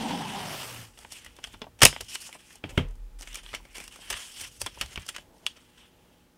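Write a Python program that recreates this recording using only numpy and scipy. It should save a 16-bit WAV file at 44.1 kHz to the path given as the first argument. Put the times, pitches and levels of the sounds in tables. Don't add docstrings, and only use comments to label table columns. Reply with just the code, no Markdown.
import sys
import numpy as np
from scipy import signal
from scipy.fft import rfft, irfft
from scipy.io import wavfile
from scipy.ndimage import uniform_filter1d, map_coordinates

SR = 44100
rng = np.random.default_rng(int(sys.argv[2]) if len(sys.argv) > 2 else 0)


def int16_out(signal):
    q = np.round(np.clip(np.atleast_2d(signal).T, -1, 1) * 32767)
    wavfile.write(sys.argv[1], SR, q.astype(np.int16))


def boost(x):
    u = np.asarray(x, float) / 20
    return 10 ** u


N = 281269
T = np.arange(N) / SR


def unit(x):
    return x / np.sqrt(np.mean(x ** 2) + 1e-20)


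def noise():
    return rng.standard_normal(N)


def add_at(out, s, sound):
    out[round(s * SR):][:len(sound)] += sound


def along(points, hz):
    f, v = np.transpose(points)
    return np.interp(np.log(hz + 1), np.log(f + 1), v)


def curves(rows):
    s, first, *rest = np.transpose(rows)
    return [np.interp(T, s, first, -200, -200)] + [np.interp(T, s, column) for column in rest]


def wobble(rate):
    return map_coordinates(rng.standard_normal(int(N * rate / SR) + 4), [T * rate])


def colour(x, gain):
    size = 8192
    g = gain(np.fft.rfftfreq(size, 1 / SR)) + 1e-5
    cepstrum = irfft(np.log(unit(g)))
    cepstrum[1:size // 2] *= 2
    cepstrum[size // 2 + 1:] = 0
    return signal.fftconvolve(x, irfft(np.exp(rfft(cepstrum))))[:N]


def tint(x, points):
    return colour(x, lambda hz: boost(along(points, hz)))


def gliding(force, hz, width_hz):
    turn = np.exp(2j * np.pi * np.cumsum(hz) / SR)
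    pole = np.exp(-1.5 * np.pi * width_hz / SR)
    smooth = signal.lfilter([1], [1, -2 * pole, pole ** 2], force / turn)
    return unit((turn * smooth).real)


def grit(spike_db, share):
    clicks = (rng.random(N) < share) * boost(spike_db * rng.random(N))
    return unit(noise() * (1 + clicks))


def patchy(x, depth_db):
    z = signal.stft(x, nperseg=256)[2]
    field = uniform_filter1d(rng.standard_normal(z.shape), size=7, axis=0)
    field = uniform_filter1d(field, size=14, axis=1)
    return unit(signal.istft(z * boost(depth_db * unit(field)), nperseg=256)[1][:N])


# frequency in Hz, level in dB.
MICROPHONE_COLOUR = [(530, -54.5), (900, -15.5), (1020, -11), (1150, -9.5), (1220, -8.5), (2020, -5), (2300, -6),
                     (3000, -1.5), (3910, -11), (5410, -4.5), (6970, -8), (8980, -6), (11100, -13.5),
                     (14900, -21.5), (16000, -27)]
# frequency in Hz, level in dB.
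KNOCK_COLOUR = [(80, -26), (200, -2.5), (450, -1), (900, 0), (1600, -13.5), (4000, -41)]


def paper(dull, sharp, knock):
    split_hz = 3900
    upper = lambda hz: 1 / (1 + (split_hz / (hz + 1)) ** 12)
    low = colour(dull, lambda hz: boost(along(MICROPHONE_COLOUR, hz)) * np.sqrt(1 - upper(hz)))
    high = colour(sharp, lambda hz: boost(along(MICROPHONE_COLOUR, hz)) * np.sqrt(upper(hz)))
    return low + high + tint(knock, KNOCK_COLOUR)


def bursts(rows):
    force = np.zeros((3, N + SR))
    t = np.arange(SR // 4) / SR
    for s, db, knock_db, sharp_db, t60, rise in rows:
        life = max(t60, .003) * np.array([[1], [.7], [1.3]])
        swell = np.minimum(t / max(rise, 1e-4), 1)
        shape = swell * boost(-60 * np.maximum(t - rise, 0) / life)
        size = boost(np.array([[db], [db + sharp_db], [db + knock_db]]))
        hiss = rng.standard_normal((3, len(t)))
        if rise == 0:
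            hiss[:2] *= np.clip(t60 / .018, .2, 1)
            hiss[:2, 0] = 6.2
        muffled = np.clip(-sharp_db / 10, 0, 1)
        smooth = uniform_filter1d(uniform_filter1d(hiss[1], size=5), size=3)
        hiss[1] += muffled * (3.6 * smooth - hiss[1])
        force[:, round(s * SR):][:, :len(t)] += size * shape * hiss
    return paper(*force[:, :N])


# time in seconds, pull in dB, the free strip's lowest
# pitch in Hz, overtone in Hz.
PEELING = [
    (0.0, -42.5, 230.6, 760),
    (0.112, -39.5, 238.3, 790),
    (0.19, -43, 238.3, 790),
    (0.266, -44.5, 202.3, 846),
    (0.385, -43, 191.6, 795),
    (0.46, -43.5, 171.3, 740),
    (0.55, -43.5, 149, 633),
    (0.662, -46.5, 121.1, 591),
    (0.82, -51.5, 116.4, 580),
    (0.93, -73.5, 98.3, 874),
]


def peel():
    short_hz = 240
    hiss_db, drum_hz, over_hz = curves(PEELING)
    sunk = np.log2(short_hz / drum_hz)
    short = np.clip(drum_hz / short_hz, .1, 1) ** 2
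    eased_db = 10 * np.exp(-((T - 0.83) / 0.12) ** 2)
    drum_db = hiss_db + 2.5 - 6 * sunk + eased_db
    over_db = hiss_db + 6 - 18 * sunk ** 4
    bright_db = -8 + 8.5 * sunk
    slips = boost(1.33 * wobble(220) + 0.63 * wobble(27.0))
    shaken = lambda: slips * noise()
    hiss = boost(hiss_db) * patchy(slips * grit(12, .004), depth_db=2)

    swing = np.sin(2 * np.pi * np.cumsum(drum_hz * (1 + 0.05 * short * wobble(45.4))) / SR)
    drum = boost(1.5) * swing * boost((0.5 + 2.6 * short) * wobble(30.4))
    drum = drum + boost(-1.0) * short * gliding(shaken(), 1.12 * drum_hz, width_hz=65)
    second = boost(-9.5 + 2.2 * wobble(24.6)) * gliding(shaken(), 2.0 * drum_hz, width_hz=86)
    under = boost(-0.5) * short * gliding(shaken(), 0.754 * drum_hz, width_hz=39)

    longer = np.minimum(sunk, .7)
    fine = noise() * boost(hiss_db - 29 + 32 * longer)
    fizz = colour(fine, lambda hz: np.exp(-((hz - 12500) / 3500) ** 2))
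    body_force = shaken() * boost(hiss_db - 6.5 + 6.5 * longer)
    body = colour(body_force, lambda hz: np.exp(-np.log(hz / 1300 + 1e-9) ** 2 / 0.53))

    port_db = hiss_db - 5.5 - 10 * sunk + 2.5 * wobble(140) + 3 * swing
    port = boost(port_db) * gliding(shaken(), np.full(N, 3120.), width_hz=480)
    over = gliding(shaken(), over_hz, width_hz=120)
    over = over + boost(-4.0) * gliding(shaken(), 1.205 * over_hz, width_hz=83)
    over = boost(over_db - 5.0 + 3.7 * wobble(44.5)) * over
    rustle = paper(hiss, hiss * boost(bright_db), hiss * boost(-2.5))
    return rustle + boost(drum_db) * (drum + second + under) + over + fizz + body + port


# time in seconds, peak in dB, sharpness in dB,
# time to die away by 60 dB in seconds, rise in seconds.
TEAR_JERKS = [(1.788, -48.5, -1, 0.062, 0.0037), (1.804, -40.5, -0.5, 0.031, .003),
              (1.8140, -32, -7, 0.05, 0.0014), (1.8172, -11.5, -1.5, 0.057, 0.0013),
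              (1.8222, -17, 0.5, 0.06, 0.0011), (1.8290, -13, 4, 0.031, 0.0035),
              (1.8335, -7.5, 0, 0.011, 0.0015), (1.8370, -15.5, -2.5, 0.036, .002),
              (1.8514, -9, 8, 0.027, 0.00051), (1.8535, -8.5, 2, 0.007, 0.0027),
              (1.858, -20.5, -1.5, 0.021, 0.0025), (1.8640, -18, -1.5, 0.0082, .002),
              (1.870, -31, -0.5, 0.12, .003)]
# time in seconds, peak in dB,
# sharpness in dB, time to die away by 60 dB in seconds, rise in seconds.
UNSTICKINGS = [(1.252, -56.5, 5, 0.03, 0.015), (1.425, -51.5, -7, 0.031, 0.015),
               (2.14, -41.5, 8, 0.014, 0.015), (3.22, -45.5, 1.5, 0.086, 0.0066),
               (3.33, -52.5, -7, 0.097, 0.013), (3.528, -42.5, -2, 0.12, 0.026),
               (3.745, -43, -1.5, 0.073, 0.012), (3.758, -47, 3.5, 0.057, .014),
               (3.806, -49, 3, 0.038, 0.004), (4.100, -31, 4.5, 0.077, 0.0037),
               (4.103, -36.5, -5, 0.036, 0.0016), (4.123, -31, -2, 0.043, 0.0064),
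               (4.406, -42, 8, 0.056, 0.0072), (4.594, -52, 11, 0.027, 0.019),
               (4.814, -32, -2.5, 0.084, 0.0021), (5.080, -40.5, 4, 0.058, 0.013),
               (5.14, -43, -5, 0.058, 0.012), (5.553, -53.5, -4, 0.069, 0.02)]


def rips():
    with_knock = lambda rows, knock_db: [(s, db, knock_db, *rest) for s, db, *rest in rows]
    return bursts(with_knock(TEAR_JERKS, -7) + with_knock(UNSTICKINGS, -9.5))


# time in seconds, level in dB, pitch in Hz, time
# to die away by 60 dB in seconds.
TORN_PARTS = [(1.8189, -13, 1900, .012), (1.8225, -19.5, 5200, .02), (1.83, -11, 135.3, 0.079),
              (1.8315, -7.5, 8400, 0.012), (1.833, -11, 5200, 0.025), (1.8355, -12, 5560, 0.021),
              (1.8665, -21.5, 7000, .015), (1.862, -20, 8100, .015), (1.8663, -19, 3800, 0.0402),
              (1.8371, -17.5, 3260, 0.039), (1.838, -19, 607, .05), (1.835, -15.5, 414.6, .05),
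              (1.828, -24, 42, .2), (1.852, -9, 8600, .014), (1.8522, -8.5, 9900, 0.013),
              (1.8525, -11, 5600, 0.01), (1.855, -12, 2490, 0.019), (1.855, -15.5, 5400, .012)]
# time in seconds, level in dB, pitch in
# Hz, time to die away by 60 dB in seconds.
KNOCKED_PARTS = [(1.627, -50, 5200, .03), (1.618, -34, 430, 0.059), (1.618, -34.5, 240, 0.054),
                 (2.640, -26, 100.6, 0.066), (2.640, -37.5, 295, 0.11), (2.708, -44, 530, .08),
                 (2.6395, -35.5, 694, 0.038), (2.640, -25, 2340, 0.016), (2.640, -28, 3200, 0.018),
                 (2.778, -21.5, 419, .08), (2.779, -29, 508, 0.15), (2.777, -30.5, 1050, 0.052),
                 (2.778, -25, 3100, 0.033), (2.779, -20, 2170, .03), (2.7865, -22.5, 3180, .03),
                 (5.4649, -15, 2930, .012), (5.4715, -25, 3390, 0.031)]


def freed():
    out, t = np.zeros(N + SR), np.arange(SR // 5) / SR
    for s, db, hz, t60 in TORN_PARTS + KNOCKED_PARTS:
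        onset = 1 - np.exp(-t / 0.0003)
        add_at(out, s, boost(db - 60 * t / t60) * np.sin(2 * np.pi * hz * t) * onset)
    return out[:N]


def ticks(size_db, spread_db):
    pops = (rng.random(N) < 30 / SR) * boost(size_db + spread_db * noise())
    return noise() * signal.lfilter([1], [1, -boost(-60 / (.006 * SR))], pops)


# start in seconds,
# length in seconds, grip in dB, swell over the stroke in dB, sharpness in dB.
FINGER_STROKES = [(0.933, 0.099, -66, 10.5, -0.5), (1.036, 0.13, -61.5, 3, -2), (1.104, .018, -56, 6, -3),
                  (1.119, 0.075, -48, -7.5, -2), (1.204, .16, -55.5, -7.5, -9), (1.363, 0.067, -60.5, -3, -6),
                  (1.445, 0.098, -54, -2, -4.5), (1.56, 0.043, -73, -10, 0), (1.879, 0.11, -49.5, -2.5, -6),
                  (2.02, 0.065, -58, 0, -0.5), (2.084, 0.067, -46.5, 1.5, 3), (2.168, 0.03, -49.5, -1, -5),
                  (2.201, 0.07, -48.5, 0.5, 2.5), (2.286, 0.066, -59, 9.5, -5), (2.389, 0.18, -57, -2.5, -4),
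                  (2.646, 0.03, -48, -8, -19), (2.691, 0.019, -45, 1, -10), (2.732, 0.047, -64, -5, -14),
                  (2.748, 0.057, -61.5, 9, -5.5),
                  (3.188, 0.037, -51.5, -8.5, -1.5), (3.242, 0.052, -62.5, 12, -2),
                  (3.299, 0.099, -52, 3, -7.5), (3.43, 0.088, -52.5, 0.5, -5), (3.568, 0.18, -71, 13, -5),
                  (3.746, 0.14, -52.5, -2, -3), (3.909, 0.27, -55, 11, -3.5),
                  (4.149, 0.046, -48.5, 5, -3.5), (4.193, 0.083, -44.5, -3.5, -1.5),
                  (4.281, 0.12, -49, 3, 1.5), (4.398, 0.076, -45, -3, 0), (4.493, 0.13, -68, 6.5, 6),
                  (4.639, 0.055, -45.5, -13, -10), (4.686, 0.064, -58.5, 3, -6),
                  (4.746, 0.079, -53.5, 8, -5.5), (4.846, 0.094, -54.5, 2.5, -3),
                  (4.994, 0.23, -50.5, -11, -6.5), (5.332, 0.12, -73, 9, -1.5),
                  (5.472, 0.36, -64, -3, -7.5), (5.776, 0.11, -56.5, -12, -10.5),
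                  (5.9, 0.36, -73.5, 1.5, -12)]
# time in seconds, ring over the grip in dB, pitch in Hz.
SINGING_PATCH = [(0.9, -14, 3168), (2.0, 2.5, 3110), (2.3, -8, 2663), (3.2, -17, 2115), (3.35, -3, 3110),
                 (3.47, -9, 3110), (3.54, -4.5, 2227), (3.82, -1, 2286), (3.9, -8.5, 3020),
                 (4.15, -5.5, 3127), (4.5, -4.5, 3085), (5.0, -10.5, 3053), (6.4, -3.5, 3207)]


def strokes():
    dull, sharp = np.zeros(N), np.zeros(N)
    for s, length, db, swell_db, sharp_db in FINGER_STROKES:
        force = boost(curves([(s, db), (s + abs(length), db + swell_db)])[0])
        dull += force
        sharp += boost(sharp_db) * force
    release_s = 0.018
    keep = np.exp(-1 / (release_s * SR))
    fade = lambda level: signal.lfilter([1 - keep], [1, -keep], level)
    soft = lambda level: np.maximum(uniform_filter1d(level, size=200), fade(level))
    dull, sharp = soft(dull), soft(sharp)

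    grip = boost(1.5 * wobble(70) + 1.2 * wobble(25))
    dull_force = dull * patchy(grip * grit(14, .004), depth_db=2.4)
    sharp_force = sharp * patchy(grip * boost(1.5 * wobble(90)) * grit(14, .004), depth_db=2.2)
    sharp_force = sharp_force + np.minimum(sharp, boost(-61.5)) * ticks(size_db=10.0, spread_db=3.5)

    ring_db, ring_hz = curves(SINGING_PATCH)
    ring = dull * boost(ring_db) * gliding(grip * grit(12.8, 0.0035), ring_hz, width_hz=500)
    high_hz = 9000 + 350 * wobble(7.4)
    ring = ring + sharp * boost(-11.5) * gliding(grip * grit(12, .004), high_hz, width_hz=900)
    return paper(dull_force * boost(-3.0), sharp_force, dull_force * boost(-17.5)) + ring


# time in seconds, peak in dB, sharpness in dB, ring in Hz.
TAUT_SNAPS = [(.9747, -38, -8, 2820), (.9784, -40, 3, 3420), (1.2468, -37.5, 11, 1980),
              (1.263, -28, -17, 1980), (1.3657, -40.5, 5.5, 3470), (1.4408, -20, -2.5, 3330),
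              (1.447, -27, -4, 3240), (2.0098, -22.5, 7.5, 2900), (2.155, -16.5, -11, 2980),
              (2.3277, -30, 1.5, 2260), (2.3892, -55, 2, 3100), (2.5065, -37, -9.5, 1780),
              (2.5276, -46, 12.5, 3187), (3.274, -27, -2, 2207), (3.3447, -26, 7, 3270),
              (3.3555, -22, 5, 2350), (3.463, -29, -13, 3200), (3.49, -30.5, -17, 2950),
              (3.5484, -18.5, -1, 2230), (3.8786, -31.5, 6.5, 2860), (3.9245, -40, 6.5, 2870),
              (4.1404, -18.5, -17, 3040), (4.4468, -28, -11, 2720), (4.812, -11.5, 0.5, 2700),
              (4.8605, -33, 3, 3300), (4.9585, -19, -4, 2940), (5.0889, -19, 2, 3370),
              (5.1633, -17, -2.5, 3030), (5.4652, -14.5, 0.5, 2980), (5.4722, -41, -20, 3380),
              (5.7823, -49.5, -13, 3260)]
# time in #
# seconds, peak in dB, sharpness in dB, ring in Hz.
SLACK_BUCKLES = [(.9887, -41, 8, 3380), (1.1218, -43, 21, 3190), (1.5396, -34, -12, 3600),
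                 (1.472, -40.5, -10, 1910), (1.501, -52, 0, 1500), (1.6177, -24, -14, 3430),
                 (1.6205, -27.5, -10, 3370), (1.545, -35, -16, 1380), (1.928, -24, -18, 3020),
                 (2.0068, -25, -4, 3100), (2.0199, -41, 0, 2168), (2.5556, -48, 18, 830),
                 (2.639, -24.5, -25, 2680), (2.885, -62, 19, 3000), (2.909, -52, 8, 2990),
                 (2.954, -65.5, 21.5, 2980), (3.2096, -39, 9, 1826), (3.3714, -39.5, 13.5, 3020),
                 (3.4348, -49, 12, 3150), (3.5313, -27, -5, 1250), (3.5394, -21, -17, 2110),
                 (3.6516, -38.5, -1, 2190), (3.7816, -28.5, 4, 2320), (3.8016, -28, 2.5, 2430),
                 (3.8397, -41, 13, 2330), (3.9589, -35.5, 7, 1270), (4.6159, -21, 11, 2610),
                 (4.6625, -20, 5.5, 1016), (4.6677, -19, -22, 3400), (4.815, -25, -15, 1350),
                 (4.9757, -19, -16, 2300), (5.0645, -41, 14, 3000), (5.1824, -30, -3, 1660)]
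# time in seconds, peak in dB, knock in dB.
FINGER_TAPS = [(1.0244, -45, 0), (1.048, -32.5, -0.5), (1.3873, -37.5, 5), (1.6414, -33.5, 3),
               (1.6676, -46, 15), (1.9633, -24, -5), (2.2912, -35.5, 1), (2.3513, -43, 11.5),
               (3.6, -52, 14.5), (3.9886, -42, 5.5), (4.7746, -45, 12), (1.619, -32, 3.5)]


def creases():
    def kind(rows, knock_db, t60):
        return [(s, db, knock_db - 0.35 * (db + 30), sharp_db, t60, hz) for s, db, sharp_db, hz in rows]

    taps = [(s, db, knock_db, -17, .04, 860) for s, db, knock_db in FINGER_TAPS]
    return kind(TAUT_SNAPS, -14, 0.033) + kind(SLACK_BUCKLES, -1.5, 0.039) + taps


def snaps():
    ring, t = np.zeros(N + SR), np.arange(SR // 20) / SR
    lead_in, crack, rattle = [], [], []
    for s, db, knock_db, sharp_db, t60, hz in creases():
        add_at(ring, s, boost(db - 9.5 - 60 * t / (0.64 * t60)) * np.sin(2 * np.pi * hz * t))
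        lead_in.append((s - .012, min(db - 33, -54), knock_db, sharp_db, .004, .012))
        crack.append((s, db - 9.5, knock_db, sharp_db, .006, 0))
        rattle.append((s, db - 14.5, knock_db + 0.5, sharp_db, t60, 0))
    return ring[:N] + bursts(lead_in + crack + rattle)


# time in seconds, peak in dB, pitch in Hz.
AIR_KICKS = [(.98, -39, 7600), (.9898, -36, 5200), (1.0504, -35, 1400), (1.122, -25, 7000),
             (1.2473, -35, 6500), (1.4409, -21, 4000), (1.618, -26, 4000), (1.9283, -24, 1900),
             (1.9642, -21, 1800), (2.0081, -27, 3000), (2.01, -21, 6000), (2.1564, -22, 4000),
             (4.141, -23, 2000), (4.6628, -23, 2400), (4.8126, -16, 3000), (4.8621, -35, 4500),
             (4.9233, -38, 3400), (4.9591, -26, 3500), (5.0804, -31, 6300), (5.1637, -24, 4500),
             (5.1826, -31, 2200), (5.4658, -10, 3000)]


def kicks():
    out, t = np.zeros(N + SR), np.arange(-64, 64) / SR
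    for s, db, hz in AIR_KICKS:
        u = (np.pi * hz * t) ** 2
        out[round(s * SR) - 64:][:len(t)] -= boost(db) * (1 - 2 * u) * np.exp(-u)
    return out[:N]


# time in seconds, peak in dB.
PARTING_FIBRES = [(1.3344, -48), (1.3663, -43), (1.5274, -45), (1.5944, -42), (2.389, -43), (3.2107, -28),
                  (3.2215, -24), (3.2314, -34), (3.2565, -35), (3.2814, -40), (3.3304, -22), (3.5114, -41),
                  (3.6094, -42), (3.6314, -47.5), (3.6874, -50), (3.7144, -47.5), (3.731, -34),
                  (3.8514, -32), (3.9235, -37), (4.2594, -28), (4.3414, -36), (4.3625, -25), (4.3914, -30),
                  (4.415, -24), (4.511, -45.5), (5.4044, -51.5)]


def fibres():
    return bursts([(s, db - 13, -30, 14, .005, 0) for s, db in PARTING_FIBRES])


# time in seconds, level in dB, time to die away by 60 dB in seconds.
ROLL_CONTACTS = [
    (2.639, -37.5, 0.083),
    (2.774, -36, .03),
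    (2.7760, -16, 0.035),
    (2.778, -21, 0.025),
    (2.7875, -30.5, 0.058),
    (2.794, -38.5, 0.29),
]
# frequency in Hz, level in dB.
CORE_COLOUR = [(150, -50), (250, 1), (320, -5), (420, 2.5), (520, -4.5), (761, -12.5), (984, -10),
               (1600, -16.5), (1950, -13), (3050, -14), (3550, -18), (4000, -27.5), (15000, -47)]


def roll():
    shape = sum((T >= s) * boost(db - 60 * np.maximum(T - s, 0) / t60) for s, db, t60 in ROLL_CONTACTS)
    return tint(shape * noise(), CORE_COLOUR)


# time in seconds, level in dB.
DESK_PUSHES = [
    (1.617, -56),
    (1.831, -28),
    (2.641, -40.5),
    (2.7772, -24.5),
    (4.812, -53),
    (4.975, -47.5),
]
# pitch in Hz, level in dB, time to die away by 60 dB in seconds.
BOARD_MODES = [(84, 2.5, 0.25), (88.76, -19, 0.89), (110.1, 5, 0.12), (141, 3, 0.21), (176.4, 2, 0.14),
               (295, -15, 0.14), (695.4, -13.5, 0.074)]
# start in seconds, pitch in Hz, level in dB,
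# time to die away by 60 dB in seconds.
LEG_SWAY = [
    (2.79, 35.8, -32.3, 2.1),
    (2.784, 42.8, -37.2, 2.7),
]


def desk():
    out, t = np.zeros(N + 2 * SR), np.arange(2 * SR) / SR
    board = sum(boost(db - 60 * t / t60) * np.sin(2 * np.pi * hz * t) for hz, db, t60 in BOARD_MODES)
    for s, db in DESK_PUSHES:
        add_at(out, s, -boost(db) * board * (1 - np.exp(-t / 0.00053)))
    for s, hz, db, t60 in LEG_SWAY:
        add_at(out, s, boost(db - 60 * t / t60) * np.sin(2 * np.pi * hz * t) * (1 - np.exp(-t / 0.013)))
    return out[:N]


# start in seconds, length in seconds, level in dB.
SLEEVE_RUBS = [
    (2.66, .1, -56),
    (5.22, .25, -62.5),
    (4.77, .03, -60),
    (4.91, .03, -62),
    (5.9, .3, -70),
]
# frequency in Hz, level in dB.
CLOTH_COLOUR = [(80, -25), (250, 0), (500, -3), (950, -4), (1150, -18), (3000, -40)]


def sleeve():
    level = sum(boost(curves([(s, db), (s + length, db)])[0]) for s, length, db in SLEEVE_RUBS)
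    force = uniform_filter1d(level, size=600) * boost(1.4 * wobble(40)) * noise()
    return tint(force, CLOTH_COLOUR)


# time in seconds, peak in dB, half width in seconds.
AIR_PUFFS = [(1.0, -62, 0.18), (1.27, -59, 0.037), (1.602, -58.5, 0.31), (1.91, -51.5, 0.029),
             (2.03, -54, 0.072), (2.6, -68, 0.046), (3.6, -56, 0.14), (3.85, -63, 0.069),
             (4.13, -48.5, 0.043), (4.45, -55.5, 0.087), (4.63, -46, 0.029), (4.72, -57, .05),
             (4.84, -47, 0.059), (2.74, -47, 0.047), (5.3, -63, 0.024), (5.5, -62.5, .03),
             (4.985, -45.5, 0.032), (5.2, -63, .12)]
# frequency in Hz, level in dB.
AIR_COLOUR = [(15, -25), (35, -1), (65, -3), (120, -8.5), (300, -44)]


def flap():
    level = sum(boost(db) * np.exp(-((T - s) / wide) ** 2) for s, db, wide in AIR_PUFFS)
    return level * tint(noise(), AIR_COLOUR)


# frequency in Hz, time to die away by 60 dB in seconds.
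ROOM_DECAY = [(150, 0.17), (1500, 0.081), (5000, 0.19), (14000, 0.12)]


def room(x):
    out, step = np.zeros(N + SR), SR // 3
    for start in range(0, N, step):
        hz, t, z = signal.stft(rng.standard_normal(step), SR, nperseg=256)
        decay = boost(-60 * t / along(ROOM_DECAY, hz)[:, None])
        tail = signal.istft(z * decay, SR, nperseg=256)[1]
        wet = signal.fftconvolve(x[start:start + step], tail / np.linalg.norm(tail))
        out[start + 200:][:len(wet)] += wet
    return out[:N]


# pitch in Hz, level in dB.
HUM_TONES = [(59.2, -71), (177.6, -74), (242.2, -71.5), (290.7, -75), (360.7, -73.5), (479.1, -76.5),
             (597.5, -81), (839.8, -77.5)]
# frequency in Hz, level in dB.
FLOOR_COLOUR = [(12, -32.5), (20, -4.5), (55, -1.5), (248, -4.5), (367, -11.5), (422, -13), (472, -7.5),
                (660, -14.5), (849, -12.5), (923, -14.5), (3070, -19.5), (4300, -22.5), (16000, -27.5)]


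def background():
    hum = np.zeros(N)
    for hz, db in HUM_TONES:
        hum += boost(db + 1.5 + 0.58 * wobble(1.4)) * np.sin(2 * np.pi * hz * T + 0.73 * wobble(24))
    return hum + boost(-63 + 0.64 * wobble(4.1)) * tint(noise(), FLOOR_COLOUR)


def scene():
    tape = peel() + strokes() + snaps() + rips() + freed() + fibres() + sleeve() + roll() + kicks()
    return (tape + boost(-14.5) * room(tape) + desk() + flap() + background())[None]


def band_limit(x):
    return signal.sosfilt(signal.butter(12, 21850, fs=SR, output="sos"), x)


def record(dry):
    top_hz = 16000
    full = dry / (1 + np.abs(dry / 1.15) ** 6) ** (1 / 6)
    band = np.clip((top_hz - np.fft.rfftfreq(N, 1 / SR)) / 300, 0, 1)
    kept = irfft(rfft(full) * band, N)
    return band_limit(np.clip(kept, -1, 1))


dry = scene()
out = record(dry)
int16_out(out)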